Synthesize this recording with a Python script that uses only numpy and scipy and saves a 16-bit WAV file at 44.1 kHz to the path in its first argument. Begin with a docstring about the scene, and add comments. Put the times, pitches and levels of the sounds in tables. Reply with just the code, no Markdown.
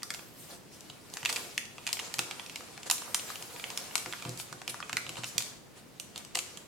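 """Stiff paper snaps as two hands fold and crease it on a table top.
Each crease buckles in a burst of shocks that briefly rings a facet. Finger friction and tiny
crinkles fill the gaps, a fingernail rasps once, and wrists bump the table into ringing.
A bare room answers over its own low murmur and the hiss of a stereo microphone."""
import sys
import numpy as np
from scipy import signal
from scipy.fft import rfft, irfft
from scipy.io import wavfile
from scipy.ndimage import uniform_filter1d

SR = 44100
rng = np.random.default_rng(int(sys.argv[2]) if len(sys.argv) > 2 else 0)


def store_wav(level_fs):
    """Save 16-bit WAV to argv[1]."""
    pcm = np.round(np.clip(np.atleast_2d(level_fs), -1, 1) * 32767)
    wavfile.write(sys.argv[1], SR, pcm.T.astype(np.int16))


N = 294147

# Buckling creases: (time [s], level [dB], facet pitch [Hz], body [dB re facet], edge [dB re facet])
CREASE_SNAPS = [(0.0215, -42, 2300, -11, -10), (0.0312, -33.5, 1410, -7, 5.5),
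                (0.1042, -27.5, 1780, -13.5, 0), (0.1388, -38.5, 1830, -23, 4.5),
                (0.1457, -37.5, 2400, -5, 4), (0.192, -45, 2000, 1, -1), (0.8074, -47.5, 3100, -14, 7.5),
                (0.8992, -34.5, 3530, -12, -6), (1.1, -57, 3000, -5, 11), (1.1376, -46, 3680, 0, 13.5),
                (1.1699, -33, 2010, -4.5, 1.5), (1.2301, -34.5, 2280, -4, -6),
                (1.2504, -26.5, 2340, -13, -1), (1.2574, -18.5, 2640, -13.5, -5),
                (1.2918, -28, 2130, -21, -1), (1.2969, -30, 2860, 0, 3), (1.301, -32, 2560, -9, 4),
                (1.327, -30, 3120, -10, 5.5), (1.3604, -28, 2450, -12, 1), (1.3651, -28.5, 2510, -9, -1),
                (1.5781, -20, 2330, -22, -3.5), (1.654, -44.5, 2430, -20, 2), (1.7812, -37.5, 2560, -3, -8),
                (1.8672, -25.5, 2820, -16, -2.5), (1.8742, -26.5, 2470, -11, -1),
                (1.8895, -29.5, 3140, -7.5, -4), (1.929, -25.5, 2930, -16, 5), (1.9691, -33, 2560, -8, -9),
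                (1.992, -29, 2430, -14, -8), (1.9967, -27, 3320, -9.5, -3), (2.1403, -33, 2260, -6.5, 6),
                (2.1849, -33, 3060, -6, 3), (2.1915, -21, 2560, -7, 0.5), (2.3103, -29, 2920, -8, -4),
                (2.3964, -31, 2840, -6.5, -9), (2.4621, -38.5, 2840, -20, -0.5),
                (2.4963, -36, 2600, -14, -2.5), (2.5583, -31, 2580, -11.5, 0),
                (2.6073, -36, 1420, -0.5, -9), (2.7766, -39, 2030, -6, -2.5),
                (2.8312, -38.5, 2670, -16, 0.5), (2.8996, -27, 2340, -0.5, 7.5),
                (2.9112, -20, 3560, -10, 5.5), (2.9148, -36, 3580, 1, 10), (2.9276, -39, 3200, 1, -11),
                (2.981, -40, 2500, -10, 5), (3.0193, -47.5, 1210, 10, 8), (3.0787, -48.5, 1240, 10.5, -9),
                (3.1452, -24.5, 2460, -4, 7.5), (3.1954, -32.5, 3170, -18, -13),
                (3.3021, -31.5, 1290, -14, -7.5), (3.3567, -32, 3260, -9, -3),
                (3.4247, -34.5, 3300, -9, 1.5), (3.5622, -39.5, 2710, -5, -7),
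                (3.5972, -34.5, 3060, -6, -5), (3.6404, -27, 2530, -14, -10), (3.7024, -34.5, 3000, -6, 1),
                (3.7747, -29.5, 2840, -10.5, 6), (3.911, -42, 2700, 1, -15),
                (3.9545, -21.5, 2850, -4.5, 2.5), (3.979, -31.5, 3490, -8, 4.5),
                (4.0596, -32, 2020, -0.5, -5.5), (4.1253, -28.5, 3100, -10, -5.5),
                (4.1343, -29.5, 1950, -5.5, -11), (4.2233, -34.5, 2940, -4, -3),
                (4.251, -34.5, 3010, -0.5, -4), (4.293, -46.5, 2650, -6, 12.5),
                (4.375, -53, 3500, -4, 17.5), (4.3989, -31, 3400, -6, -6), (4.5267, -34, 1370, 0, -2),
                (4.6164, -39, 2100, -0.5, -1.5), (4.6778, -26, 2980, -13, -2), (4.7433, -38, 1390, 7, -4),
                (4.8027, -30, 1330, -6, -9.5), (4.8266, -32, 2700, -1.5, -28),
                (4.8949, -32.5, 2140, 0.5, -2.5), (4.9291, -28, 2100, -5.5, -0.5),
                (4.9689, -18.5, 1890, -13.5, -5), (4.9796, -33, 1680, -9, -9),
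                (5.0649, -33.5, 3000, -6.5, -8), (5.0923, -28.5, 3450, -11, -1.5),
                (5.1562, -38, 2960, -6, -6), (5.1692, -34, 3420, -2.5, -4), (5.2349, -31.5, 2620, -3.5, -5),
                (5.2428, -27.5, 3240, -13, -1.5), (5.3804, -20, 3040, -19.5, 3.5),
                (5.405, -34, 2930, -6, 0), (5.4227, -41.5, 2060, -8, 9.5), (5.9985, -30.5, 3560, -20, 1.5),
                (6.1595, -31, 3680, -13, -5.5), (6.1777, -33.5, 3700, -15, 2), (6.249, -43, 3340, -6, 4),
                (6.348, -40, 2500, -8, 1), (6.3505, -29.5, 3120, -16, -1), (6.3538, -25, 2240, -7, 3),
                (6.3718, -27.5, 3160, -5.5, 0), (6.3892, -24, 3020, -14, 0.5), (6.5729, -35, 3600, -13, 0)]


def creases():
    """Creases buckle one by one; harder snaps and brighter edges get a crisper top octave."""
    out = np.zeros((2, N))
    for time_s, db, facet_hz, body_db, edge_db in CREASE_SNAPS:
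        crisp_db = -0.5 + 1.35 * edge_db + 0.15 * (db + 25.5)
        sound = snap(facet_hz, body_db, edge_db, crisp_db, stretch=1.2)
        add(out, time_s - 1 / 1000, gain_of(db) * sound)  # snap has a 1 ms lead-in
    return out


def snap(facet_hz, body_db, edge_db, crisp_db, stretch):
    """A burst of buckling shocks rings one facet, thuds the sheet and spits treble from the fold."""
    t_ms = np.maximum(np.arange(700) / SR * 1000 - 1, 0)
    rise_ms, decay_ms = 0.049, 1.3 * stretch
    envelope = (1 - np.exp(-t_ms / rise_ms)) * np.exp(-t_ms / decay_ms)
    shocks = rfft(rng.standard_normal((3, 700)) * envelope)
    # abrupt shocks have a broadly flat spectrum
    shared, *own = irfft(shocks / np.sqrt(uniform_filter1d(abs(shocks) ** 2, size=20)))
    width = np.exp(1 / 3.66)
    bands = [(facet_hz / width, facet_hz * width, 0, .25), (700, 1450, body_db, .15),
             (3600, 7500, edge_db, .9), (7500, 16500, crisp_db, 1.8)]
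    sound = 0
    for lo_hz, hi_hz, db, spread in bands:
        # shorter waves differ more between the two capsules
        part = band(shared + spread * np.array(own), lo_hz, hi_hz)
        sound = sound + gain_of(db) * part / np.linalg.norm(part.mean(0))
    side_db = 5.5 * rng.uniform(-0.48, 0.31)
    return sound * np.sqrt(SR / 1000) * gain_of([[side_db], [-side_db]])


# Hands pressing the sheet: (time [s], relative level [dB], top-octave lift [dB])
GRIP = [(0, -60.5, -6), (0.17, -58, 14), (0.33, -65.5, 18), (0.66, -67.5, -2), (0.85, -60, -3),
        (1.05, -62.5, 4), (1.36, -46.5, 6), (1.7, -64, 4), (1.9, -53, -4), (2.25, -52, -3), (2.5, -56, 4),
        (2.85, -56.5, -8), (3.1, -53, 10), (3.5, -52.5, 10), (3.85, -50.5, 4), (4.2, -53, 1),
        (4.62, -60, -5), (5.1, -54.5, -5), (5.48, -52, -3), (5.62, -72, -11), (6.0, -66, 2),
        (6.33, -63.5, -13.5), (6.5, -56, -5), (6.67, -64.5, -3)]
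# Fingertip scrapes: (peak time [s], length [s], relative level [dB], tilt [dB/oct])
FINGER_SCRAPES = [(0.431, 0.24, -59, 4.5), (0.523, 0.14, -52.5, 2), (0.748, 0.12, -60, 4.5),
                  (1.162, 0.11, -57.5, 1.5), (2.058, 0.11, -48, 1.5), (2.596, .15, -59, .5),
                  (2.871, 0.042, -43.5, 2), (3.31, .2, -51.5, 2.5), (4.298, 0.25, -54, 0.5),
                  (4.403, 0.078, -51.5, 9), (4.7, 0.033, -43.5, 6), (4.768, 0.16, -57.5, -1.5),
                  (5.181, 0.06, -47, -0.5), (5.276, 0.094, -54, 11), (5.78, 0.085, -59, 3),
                  (6.184, 0.11, -52, 0.5)]


def rustle(grip_tilt_db_oct=1.5):
    """The grip and swelling scrapes drive both friction hiss and crinkles."""
    t = np.arange(0, N / SR + .1, 1 / 500)
    grip_s, grip_db, top_db = np.transpose(GRIP)
    power = gain_of(2 * np.interp(t, grip_s, grip_db))
    weighted_tilt = grip_tilt_db_oct * power
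    for peak_s, length_s, db, tilt_db_oct in FINGER_SCRAPES:
        swell = gain_of(2 * db) * np.cos(np.pi * np.clip((t - peak_s) / length_s, -.5, .5)) ** 4
        power += swell
        weighted_tilt += tilt_db_oct * swell
    hiss = friction(t, weighted_tilt / power, np.interp(t, grip_s, top_db))
    effort = gain_of(np.interp(np.arange(N) / SR, t, 10 * np.log10(power)))
    return effort * (0.79 * hiss + 0.14 * evened(crinkles()))


# Skin rubbing paper: (frequency [Hz], relative density [dB])
FRICTION_SPECTRUM = [(180, -25), (300, 1), (520, 7), (1230, 0.5), (3400, -3.5), (7200, -6), (11000, -6.5),
                     (16000, -6)]


def friction(t, tilt_db_oct, top_db, patchy_db=2.2, top_hz=12100):
    """Fingers rub out a patchy hiss; its tilt and top lift follow curves over the times t."""
    frame_s = np.arange(N // 64 + 5) * 64 / SR
    hz = np.fft.rfftfreq(256, 1 / SR)[:, None]
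    patches = rng.standard_normal((len(frame_s), len(hz))).T
    patches = evened(uniform_filter1d(uniform_filter1d(patches, 8, 0), 20, 1))
    slope_db = np.log2((hz + 200) / 3000) * np.interp(frame_s - .003, t, tilt_db_oct)
    shelf_db = np.interp(frame_s, t, top_db) / (1 + (top_hz / (hz + 1)) ** 6)
    hiss = noise(FRICTION_SPECTRUM, 0.37, size=256, field_db=patchy_db * patches + slope_db + shelf_db)
    return hiss / np.sqrt(np.mean(band(hiss, 2460, 5300) ** 2))


def crinkles(rate_per_s=160, kinds=24):
    """A swarm of tiny buckles, random in time, size and pitch."""
    sizes = gain_of(6.6 * np.minimum(rng.exponential(1, N), 3.5))
    impulses = sizes * (rng.random(N) < rate_per_s / SR)
    kind = rng.integers(0, kinds, N)
    out = np.zeros((2, N))
    for k, (pitch, bright) in enumerate(rng.random((kinds, 2))):
        grain = snap(1300 * 2.8 ** pitch, body_db=2.3, edge_db=14 * bright - 9,
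                     crisp_db=12 * bright - 13, stretch=0.61)
        out += signal.oaconvolve((impulses * (kind == k))[None], grain, axes=1)[:, :N]
    return out


def rasp(peak_s=2, length_s=0.03, db=-47.5, facet_hz=3300, width=1.5):
    """A fingernail drags over a taut facet, which hisses at its own pitch."""
    out, count = np.zeros((2, N)), round(length_s * SR)
    hiss = evened(band(rng.standard_normal(count), facet_hz / width, facet_hz * width, order=2))
    add(out, peak_s - length_s / 2, gain_of(db) * (hiss * np.hanning(count))[None])
    return out


# Wrists and knuckles on the table: (time [s], level [dB], hardness [dB/oct])
WRIST_BUMPS = [(0.521, -71, 11), (1.228, -55.5, -2.5), (2.185, -49, 3.5), (2.595, -66, 8.5),
               (2.718, -62, 1), (3.408, -62, 3), (4.064, -57, 7.5), (4.254, -43, -0.5), (4.283, -43, -1),
               (4.36, -51, -2), (4.519, -55.5, 3.5), (4.684, -56, 3), (4.93, -48, -1), (5.079, -54, 3),
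               (5.186, -46.5, -4), (5.354, -51, -1), (6.352, -66, 12.5)]
# Table top modes: (frequency [Hz], relative level [dB], t60 [s])
TABLE_MODES = [(122, 2.5, 0.39), (167, 4, 0.21), (253.4, -7.5, 0.2), (320, -3, 0.27), (363.5, -4.5, 0.49),
               (510.4, -5.5, 0.23), (698, -11, 0.2)]


def bumps(rise_s=0.0023):
    """Soft blows ring the table top; harder ones reach its upper modes."""
    out, t = np.zeros((2, N)), np.arange(SR // 2) / SR
    attack = 1 - np.exp(-t / rise_s)
    for time_s, db, hardness in WRIST_BUMPS:
        ring = 0
        for hz, mode_db, t60 in TABLE_MODES:
            envelope_db = mode_db + hardness * np.log2(hz / 120) - 60 * t / t60
            ring += gain_of(envelope_db) * np.sin(2 * np.pi * (hz * t + rng.random()))
        add(out, time_s, gain_of(db) * (ring * attack)[None])
    return out


# Echoes off the table top, then the walls: (delay [ms], left [dB], right [dB])
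NEAR_ECHOES = [(.4, -17, -17), (4.1, -13, -14), (8.6, -18, -19)]


def reflections(x):
    """Near surfaces return the sound and soak up some treble."""
    taps = np.zeros((2, 800))
    for delay_ms, *db in NEAR_ECHOES:
        taps[:, round(delay_ms * SR / 1000)] = gain_of(db)
    taps = signal.lfilter([.6], [1, -.4], taps)
    return signal.oaconvolve(x, taps, axes=1)[:, :N]


# Diffuse room response: (frequency [Hz], t60 [s], relative level [dB])
ROOM_DECAY = [(200, 0.057, 3.5), (1290, 0.53, 4.5), (3160, 0.63, 3), (9000, 0.47, 9), (15000, 0.37, 11.5)]


def reverb(x, send_db=-10):
    """Three diffuse tails, fed in turn as the hands move about."""
    room_hz, t60, wet_db = np.transpose(ROOM_DECAY)
    out, half_turns = np.zeros((2, N)), 3.4 * np.arange(N) / SR
    for k in range(3):
        hz, frame_s, spectra = signal.stft(rng.standard_normal((2, SR * 3 // 4)), SR, nperseg=256)
        decay = gain_of(-60 * frame_s / np.interp(hz, room_hz, t60)[:, None])
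        tail = signal.istft(spectra * decay, SR, nperseg=256)[1]
        t = np.arange(tail.shape[1]) / SR
        tail *= np.clip(t / 0.0016 - .4, 0, 1)
        tail *= 1 + 0.53 * np.exp(-t / 0.036)  # nearby clutter answers first
        colour = gain_of(np.interp(np.fft.rfftfreq(len(t), 1 / SR), room_hz, wet_db))
        tail = irfft(rfft(tail / np.linalg.norm(tail[0])) * colour)
        feed = x.mean(0) * np.sqrt(2 / 3) * np.cos(np.pi * (half_turns + k / 3))
        out += gain_of(send_db) * signal.fftconvolve(feed[None], tail, axes=1)[:, :N]
    return out


# Noise floor: (frequency [Hz], relative density [dB])
FLOOR_SPECTRUM = [(18, -40), (35, -13), (70, -13.5), (115, -2.5), (240, -3.5), (450, -8), (750, -14),
                  (1300, -18), (5000, -25.5), (16000, -32.5)]


def noise_floor(rms_db=-54):
    """Steady room murmur and microphone hiss."""
    return gain_of(rms_db) * evened(noise(FLOOR_SPECTRUM, 0.3, size=2048))


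def noise(spectrum, correlation, size, field_db=0):
    """Partly correlated stereo noise; field_db shapes it over frequency and time."""
    frames, hz = N // (size // 4) + 5, np.fft.rfftfreq(size, 1 / SR)
    a, b, c, d = rng.standard_normal((frames, len(hz), 4)).T
    left = a + 1j * b
    right = correlation * left + np.sqrt(1 - correlation ** 2) * (c + 1j * d)
    spectra = np.array([left, right]) * gain_of(read(spectrum, hz)[:, None] + field_db)
    return signal.istft(spectra, nperseg=size, noverlap=size - size // 4)[1][:, :N]


def gain_of(db):
    """Decibels to amplitude."""
    return 10 ** (np.asarray(db) / 20)


def evened(x):
    """Scales to rms 1."""
    return x / np.sqrt(np.mean(x ** 2) + 1e-20)


def read(points, hz):
    """Table lookup on a log-frequency axis."""
    point_hz, value = np.transpose(points)
    return np.interp(np.log(hz + 1), np.log(point_hz + 1), value)


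def add(mix, time_s, sound):
    """Mixes a sound in at time_s."""
    part = mix[:, max(round(time_s * SR), 0):][:, :sound.shape[1]]
    part += sound[:, :part.shape[1]]


def band(x, lo_hz, hi_hz, order=3):
    """Causal band-pass."""
    return signal.sosfilt(signal.butter(order, [lo_hz, hi_hz], "bandpass", fs=SR, output="sos"), x)


def scene():
    """Paper and table in the room."""
    direct = creases() + rustle() + rasp() + bumps()
    return direct + reflections(direct) + reverb(direct)


# Capsules in their housing: (frequency [Hz], gain [dB])
MIC_RESPONSE = [(300, 0), (1300, 1), (2000, -1), (2700, 1), (3900, 0.5), (5200, 0.5), (8000, -1),
                (11500, -7.5), (13000, -11), (16000, -22.5)]
# Capsule imbalance: (frequency [Hz], left minus right [dB])
MIC_BALANCE = [(300, -0.5), (2000, -1), (4500, 1), (8000, 2.5), (13000, -3.5)]


def record(dry, cutoff_hz=16600):
    """Capsule colour, noise floor, then the band limit."""
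    hz = np.fft.rfftfreq(N, 1 / SR)
    colour_db = read(MIC_RESPONSE, hz) + np.outer([.5, -.5], read(MIC_BALANCE, hz))
    sound = irfft(rfft(dry) * gain_of(colour_db), N) + noise_floor()
    lowpass = signal.firwin(511, cutoff_hz, window=("kaiser", 9), fs=SR)
    return signal.oaconvolve(sound, lowpass[None], "same")


dry = scene()
out = record(dry)
store_wav(out)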